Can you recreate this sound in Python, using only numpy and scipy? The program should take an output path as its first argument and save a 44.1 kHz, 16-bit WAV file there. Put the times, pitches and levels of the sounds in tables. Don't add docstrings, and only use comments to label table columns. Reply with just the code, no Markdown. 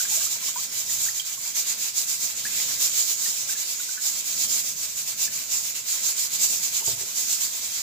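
import sys
import numpy as np
from scipy import signal
from scipy.fft import rfft, irfft, next_fast_len
from scipy.io import wavfile
from scipy.ndimage import uniform_filter1d

SR = 44100
rng = np.random.default_rng(int(sys.argv[2]) if len(sys.argv) > 2 else 0)


def volts_from_decibels(level):
    exponent = np.asarray(level, float) / 20
    return 10 ** exponent


def bounce(signal):
    frames = np.transpose(np.atleast_2d(signal))
    limited = np.clip(frames, -1, 1)
    pcm = np.round(limited * 32767).astype(np.int16)
    wavfile.write(sys.argv[1], SR, pcm)


N = 344862


def evened(x):
    return x / np.sqrt(np.mean(x ** 2) + 1e-20)


def read(points, hz):
    f, value = np.transpose(points)
    return np.interp(np.log(hz + 1), np.log(f + 1), value)


def add(mix, s, sound):
    part = mix[:, round(s * SR):][:, :sound.shape[1]]
    part += sound[:, :part.shape[1]]


def paths(t60, direct_db, lag, size):
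    t = np.arange(8192) / SR
    tail = rng.standard_normal((2, 8192)) * volts_from_decibels(-60 * t / t60)
    tail /= np.linalg.norm(tail, axis=1)[:, None]
    tail[0, lag] += volts_from_decibels(direct_db)
    tail[1, 0] += volts_from_decibels(direct_db)
    comb = rfft(tail, size)
    smooth_power = uniform_filter1d(abs(comb) ** 2, size=size // 200, axis=1)
    return comb / np.sqrt(smooth_power)


def puffing(t, leak_db=-12):
    # (peak time [s], strength [dB], length [s], body [dB])
    swelling = [(0.158, 5, 0.079, 0.5), (.482, .5, 0.077, 2), (0.626, -2, 0.1, 0.8), (0.797, 0, 0.087, 1),
                (.94, 2.5, .076, -1), (1.342, -4.5, 0.041, 1), (1.48, -3.5, 0.11, -0.4),
                (1.882, -4.5, .057, 1.5), (2.314, -4.5, 0.063, 2.5), (2.61, 2, 0.12, 2.8),
                (3.001, 6, 0.076, 1.5), (3.111, 3.5, 0.085, -0.3), (4.184, -1.1, 0.08, 1),
                (4.438, 5, 0.062, 0), (4.597, 1.7, 0.058, 0.5), (4.815, -3, 0.06, -1),
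                (6.252, 1.2, 0.054, 0), (6.355, 1, .05, 1.5), (7.572, -3, 0.093, 0.5)]
    # (peak time [s], strength [dB], length [s], body [dB])
    sudden = [(0.324, .5, 0.058, 0.7), (1.026, 3.5, 0.097, -1), (1.273, -4, 0.054, 1.5),
              (1.578, 5, 0.056, 0), (1.984, 3.5, 0.071, -0.5), (2.105, 2.5, .07, -0.7),
              (2.458, -1.5, 0.054, 1), (2.702, 1, 0.091, 2), (2.83, 7, 0.075, 0.5), (4.293, -.5, 0.11, 0.5),
              (4.99, -1.5, 0.065, -0.5), (5.09, 0.1, 0.054, 0.5), (5.359, -2, 0.11, 0.8),
              (5.535, 3, .081, -0.5), (5.762, -3.5, 0.036, 4), (5.914, 1.5, 0.11, 1),
              (6.518, 3.5, .099, -1), (6.647, 2, 0.06, 0), (6.874, 3, 0.083, -0.7), (7.08, -6.5, 0.1, 2),
              (7.189, 2.5, 0.088, -1), (7.643, -2, .078, 1.2)]
    # (peak time [s], strength [dB], length [s], body [dB])
    even = [(.004, 4, 0.091, 0.5), (0.237, 3, 0.078, .4), (1.18, -1, 0.061, 0), (1.698, 3, 0.061, 3),
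            (1.838, 0.2, 0.091, 1), (2.238, 2.5, 0.063, -1.5), (2.392, -2, 0.054, 1.2),
            (3.258, 3, 0.12, -1), (3.398, -0.8, 0.099, 0.2), (3.512, 2.2, 0.053, .5), (3.611, -1, .074, 1),
            (3.709, -0.4, 0.079, -0.7), (3.826, -3, 0.087, 0.5), (3.925, -3.5, .088, -0.2),
            (4.068, 3.5, 0.072, -1), (4.533, 4, 0.073, 0.5), (4.681, .5, 0.071, -1),
            (4.843, 0.5, 0.032, 0.5), (4.902, -7, 0.074, .9), (5.231, 4.5, .064, 0),
            (5.669, -1, 0.092, -0.5), (5.794, -6, .046, -0.5), (6.077, 5, .075, 0), (6.196, 3, 0.052, 0),
            (6.436, 7.5, 0.06, 0), (6.768, 3.5, 0.068, 0.2), (7.008, -1.5, 0.053, 0),
            (7.325, 4, .078, -0.5), (7.436, 3.5, .066, 1), (7.765, -2, .095, 1.5)]
    # (share of its length spent rising [0-1], fizz [dB])
    puff_kinds = [
        (0.66, 2),
        (0.33, 1.6),
        (0.5, 1.3),
    ]
    rows = [row + kind for table, kind in zip((swelling, sudden, even), puff_kinds) for row in table]
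    s, db, length, body_db, rising, fizz_db = np.transpose(rows)
    since_peak = t[:, None] - s
    side = np.where(since_peak < 0, rising, 1 - rising)
    spread = np.maximum(length * side, .005)
    bells = volts_from_decibels(db) ** 2 * np.exp(-(since_peak / spread) ** 2) + 1e-9
    total = bells.sum(1)
    weight = bells / total[:, None]
    strength_db = 10 * np.log10(total + volts_from_decibels(leak_db) ** 2)
    return strength_db, weight @ body_db, weight @ fizz_db


def hiss(size, spit_db=1.0):
    # (frequency [Hz], share [0-1])
    still = [(1000, .6), (7000, .55), (10000, .4), (14000, .25)]
    # (frequency [Hz], level [dB per Hz])
    port_left = [(400, -24), (1100, -18.5), (1850, -17), (2250, -11.5), (3500, -10.5), (5000, -6.5),
                 (5600, -6.5), (6500, -5.5), (7300, -1), (8300, -6.5), (9000, -12), (11300, -14.5),
                 (13000, -11.5), (15300, -11)]
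    # (frequency [Hz], level [dB per Hz])
    port_right = [(400, -23), (1200, -22), (1850, -18.5), (2500, -13), (3100, -12), (5000, -4), (5700, -3),
                  (6600, -0.55), (7250, 3.5), (7800, -2), (9200, -18.5), (11500, -10.5), (13500, -12.5),
                  (15300, -6)]
    # (frequency [Hz], width [Hz], level [dB])
    narrow_bands = [(5640, 35, 2), (5800, 34, 3.5), (6200, 70, 5.5), (6490, 28, 11.5), (6830, 22, 11.5),
                    (7120, 47, 6), (7300, 100, 2.5), (7400, 16, -12)]
    hz = np.fft.rfftfreq(size, 1 / SR)
    spit = volts_from_decibels(spit_db * evened(uniform_filter1d(rng.standard_normal(size), 24)))
    jet, left, right = rfft(rng.standard_normal((3, size)) * spit)
    share = np.clip(read(still, hz), 0, 1)
    fixed = np.sqrt(share) * jet * paths(0.25, -7.5, lag=20, size=size)
    shifting = np.sqrt(1 - share) * np.array([left, right])
    heard = (fixed + shifting) * volts_from_decibels(np.array([read(port_left, hz), read(port_right, hz)]))
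    heard[1] *= volts_from_decibels(sum(db / (1 + (2 * (hz - f) / width) ** 2) for f, width, db in narrow_bands))
    heard /= np.sqrt(1 + (300.0 / (hz + 1)) ** 4)
    return evened(irfft(heard, size)[:, :N])


def steam(jet_db=-24.5, patchy_db=1.1):
    # (frequency [Hz], share of the puff swing [0-1])
    follow = [(150, 0.65), (600, 0.66), (1500, 0.49), (3000, 0.79), (6500, 0.98), (12000, 0.94)]
    # (frequency [Hz], width [Hz], depth [dB])
    notch_hz, notch_width, notch_db = (2950, 130, -6.0)
    f, t, z = signal.stft(hiss(next_fast_len(N + 8192)), SR, nperseg=256, noverlap=192)
    strength_db, body_db, fizz_db = puffing(t)
    patches = uniform_filter1d(rng.standard_normal(z.shape[1:]), 5, 0)
    patches = evened(uniform_filter1d(patches, 30, 1))
    body = read([(700, 0), (1700, 1), (4000, 1), (5000, 0)], f)[:, None]
    fizz = read([(8000, 0), (9500, 1)], f)[:, None]
    field_db = read(follow, f)[:, None] * strength_db
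    field_db += body * body_db + fizz * fizz_db + patchy_db * patches
    drift_hz = 190.0 * evened(uniform_filter1d(rng.standard_normal(len(t)), 90))
    field_db += notch_db * np.exp(-((f[:, None] - notch_hz - drift_hz) / notch_width) ** 2)
    puffed = signal.istft(z * volts_from_decibels(field_db), SR, nperseg=256, noverlap=192)[1]
    return volts_from_decibels(jet_db) * puffed[:, :N]


def drips(pot_db=-9):
    # (time [s], peak [dB], pitch [Hz], left-right [dB])
    plain_drips = [(.0024, -30, 1530, 6.5), (0.049, -31, 1640, 9), (.2056, -33, 1610, 3.5),
                   (3.257, -30, 1870, -2), (3.491, -32, 1600, -6), (3.5259, -41, 1800, 1),
                   (3.554, -33.5, 1710, -2.5), (3.798, -36.5, 1480, -.5), (3.888, -34.5, 1530, -.5),
                   (5.2764, -34, 1760, -2)]
    # (time [s], peak [dB], pitch [Hz], left-right [dB])
    low_drips = [(.114, -42, 869, 10), (.172, -43, 668, 1), (.206, -40, 1200, .5), (.355, -46, 970, 2),
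                 (.425, -43.5, 1050, 6), (.557, -38, 1520, 4), (.893, -37, 1940, 2), (1.072, -45, 1310, 4),
                 (1.094, -44, 1350, 4), (1.374, -43, 1103, 6.5), (1.46, -47, 980, 4.5),
                 (2.462, -32, 2600, .1), (7.089, -53, 972, 2)]
    # (time [s], peak [dB], pitch [Hz], left-right [dB])
    quick_drips = [(.018, -35, 1490, -8), (.264, -39, 1230, 4), (.483, -38.5, 1100, 7),
                   (1.062, -33, 1540, 2), (1.084, -27.5, 1780, 5), (2.598, -28, 2030, 11)]
    # (time [s], peak [dB], pitch [Hz], left-right [dB])
    ringing_drips = [(1.196, -25.5, 3254, -20), (2.463, -39, 1700, .1), (3.971, -37, 1544, 9),
                     (3.975, -41, 1755, -7)]
    # (time [s], peak [dB], pitch [Hz], left-right [dB])
    big_drips = [(0.557, -34.5, 979, 8), (2.45, -28, 1690, 1)]
    drip_kinds = [
        (55, 0.0073),
        (58, .0035),
        (45, .024),
        (105, .0014),
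        (102, 0.012),
    ]
    t, out = np.arange(4000) / SR, np.zeros((2, N))
    tables = zip((plain_drips, low_drips, quick_drips, ringing_drips, big_drips), drip_kinds)
    for s, db, hz, pan_db, cycles, bend in [row + kind for table, kind in tables for row in table]:
        turns = np.cumsum(hz * (.98 + np.minimum(bend * hz * t, 1) ** 2)) / SR
        fade_db = -60 * (t * hz / cycles) ** 1.34
        onset = 1 - np.exp(-(t / 0.0026) ** 2)
        ring = volts_from_decibels(db + fade_db) * onset * np.sin(2 * np.pi * turns)
        ring *= volts_from_decibels(2.8 * evened(uniform_filter1d(rng.standard_normal(len(t)), 130)))
        add(out, s, ring * volts_from_decibels(np.array([[pan_db / 2], [-pan_db / 2]])))
    size = next_fast_len(N + 8192)
    walls = irfft(rfft(out.mean(0), size) * paths(0.3, -30.0, lag=0, size=size), size)
    return out + volts_from_decibels(pot_db) * walls[:, :N]


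def bumps():
    # (time [s], peak [dB], tilt [dB per octave], weight on the deep modes [dB], longest ring [s])
    blows = [(6.81, -33, 7, -9.0, 0.053), (6.818, -41, 13.5, -9.0, .07), (6.873, -26, 2, 1, 0.39),
             (6.903, -33.5, -2, -3, 0.28), (6.928, -48.5, -2.5, 14, 0.28), (6.972, -41, 4, 9, .15),
             (7.006, -33, -4, -10, .09), (7.027, -35, -5, -16, 0.17)]
    # (frequency [Hz], level [dB], t60 [s])
    counter = [(113, -5, 0.25), (128, -0.5, 0.12), (210, -15, 0.064), (377, 1, 0.089), (448, -4.5, 0.28),
               (536, -6, 0.15), (673, -7.5, 0.36), (797, -3, .07), (893, 0.5, 0.055), (957, -6, .1),
               (1110, -13, .07)]
    t, out = np.arange(16000) / SR, np.zeros((2, N))
    hz, db, t60 = np.transpose(counter)[:, :, None]
    phases = rng.random((len(blows), 2, len(counter), 1))
    for (s, blow_db, tilt_db, deep_db, longest), phase in zip(blows, phases):
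        mode_db = blow_db - 8.5 + db + deep_db * (hz < 150) + tilt_db * np.log2(hz / 400)
        gain = volts_from_decibels(mode_db - 60 * t / np.minimum(t60, longest))
        start = phase[0] * (hz > 300)
        apart = phase[1] * np.minimum(hz / 2500, 1)
        ring = [(gain * np.sin(2 * np.pi * (hz * t + start + k * apart))).sum(0) for k in range(2)]
        add(out, s, np.array(ring) * (1 - np.exp(-t / 0.0046)))
    return out


def rumble(tones_db=-6.0, split_hz=163):
    # (time [s], level [dB], thrum below the split [dB])
    load = [(0, -60.5, -3), (.3, -63.5, 0), (.65, -59.5, -4.5), (1.0, -63, 9.5), (1.2, -70.5, 2),
            (1.75, -61, -3), (2.15, -66, 2.5), (2.5, -57.5, -3), (3.0, -61, -3), (3.55, -62, -4),
            (3.95, -65.5, -5.5), (4.5, -56.5, -3.5), (4.9, -65.5, 2), (5.35, -60.5, -1.5), (6.15, -65, -2),
            (6.45, -59, -1), (7.2, -62, -6.5), (7.82, -65, 1)]
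    # (frequency [Hz], level [dB per Hz])
    colour = [(12, -46), (20, -15.5), (112, -1), (163, 0.5), (236, 10.5), (278, -0.5), (364, -3), (416, 3),
              (612, 2.5), (660, 8), (700, -2), (910, -57), (1540, -120)]
    # (frequency [Hz], width [Hz], level [dB])
    room_tones = [(110, 4, 0), (244, 11, -22.5), (432, 14, -39), (698, 16, -4.5), (994, 20, -12)]
    # (frequency [Hz], left-right likeness [0-1])
    likeness = [(30, 0.5), (60, 0.65), (130, 0.75), (290, 0.95), (640, 1), (1400, .1)]
    hz = np.fft.rfftfreq(N, 1 / SR)
    a, b = rfft(rng.standard_normal((2, N)))
    same = np.clip(read(likeness, hz), -1, 1)
    tones = sum(volts_from_decibels(db + tones_db) ** 2 / (1 + (2 * (hz - f) / width) ** 2) for f, width, db in room_tones)
    low = np.array([a, same * a + np.sqrt(1 - same ** 2) * b])
    low = low * volts_from_decibels(read(colour, hz)) * np.sqrt(1 + tones)
    deep = 1 / (1 + (hz / split_hz) ** 10)
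    s, *columns = np.transpose(load)
    db, thrum_db = (np.interp(np.arange(N) / SR, s, c) for c in columns)
    mix = evened(irfft(low * (1 - deep), N)) + evened(irfft(low * deep, N)) * volts_from_decibels(thrum_db)
    lumps = evened(uniform_filter1d(uniform_filter1d(rng.standard_normal(N), size=3500), size=3500))
    return mix * volts_from_decibels(0.87 * lumps + db + np.array([[0.5], [3.0]]))


def scene():
    return steam() + drips() + bumps() + rumble()


def top_cut(x):
    return signal.sosfilt(signal.butter(12, 16000, fs=SR, output="sos"), x)


def record(dry):
    thin = signal.sosfilt(signal.butter(2, 32.0, "high", fs=SR, output="sos"), dry)
    edge = signal.firwin(4095, 15480, window=("kaiser", 9), fs=SR)
    return top_cut(signal.oaconvolve(thin, edge[None], "same"))


dry = scene()
out = record(dry)
bounce(out)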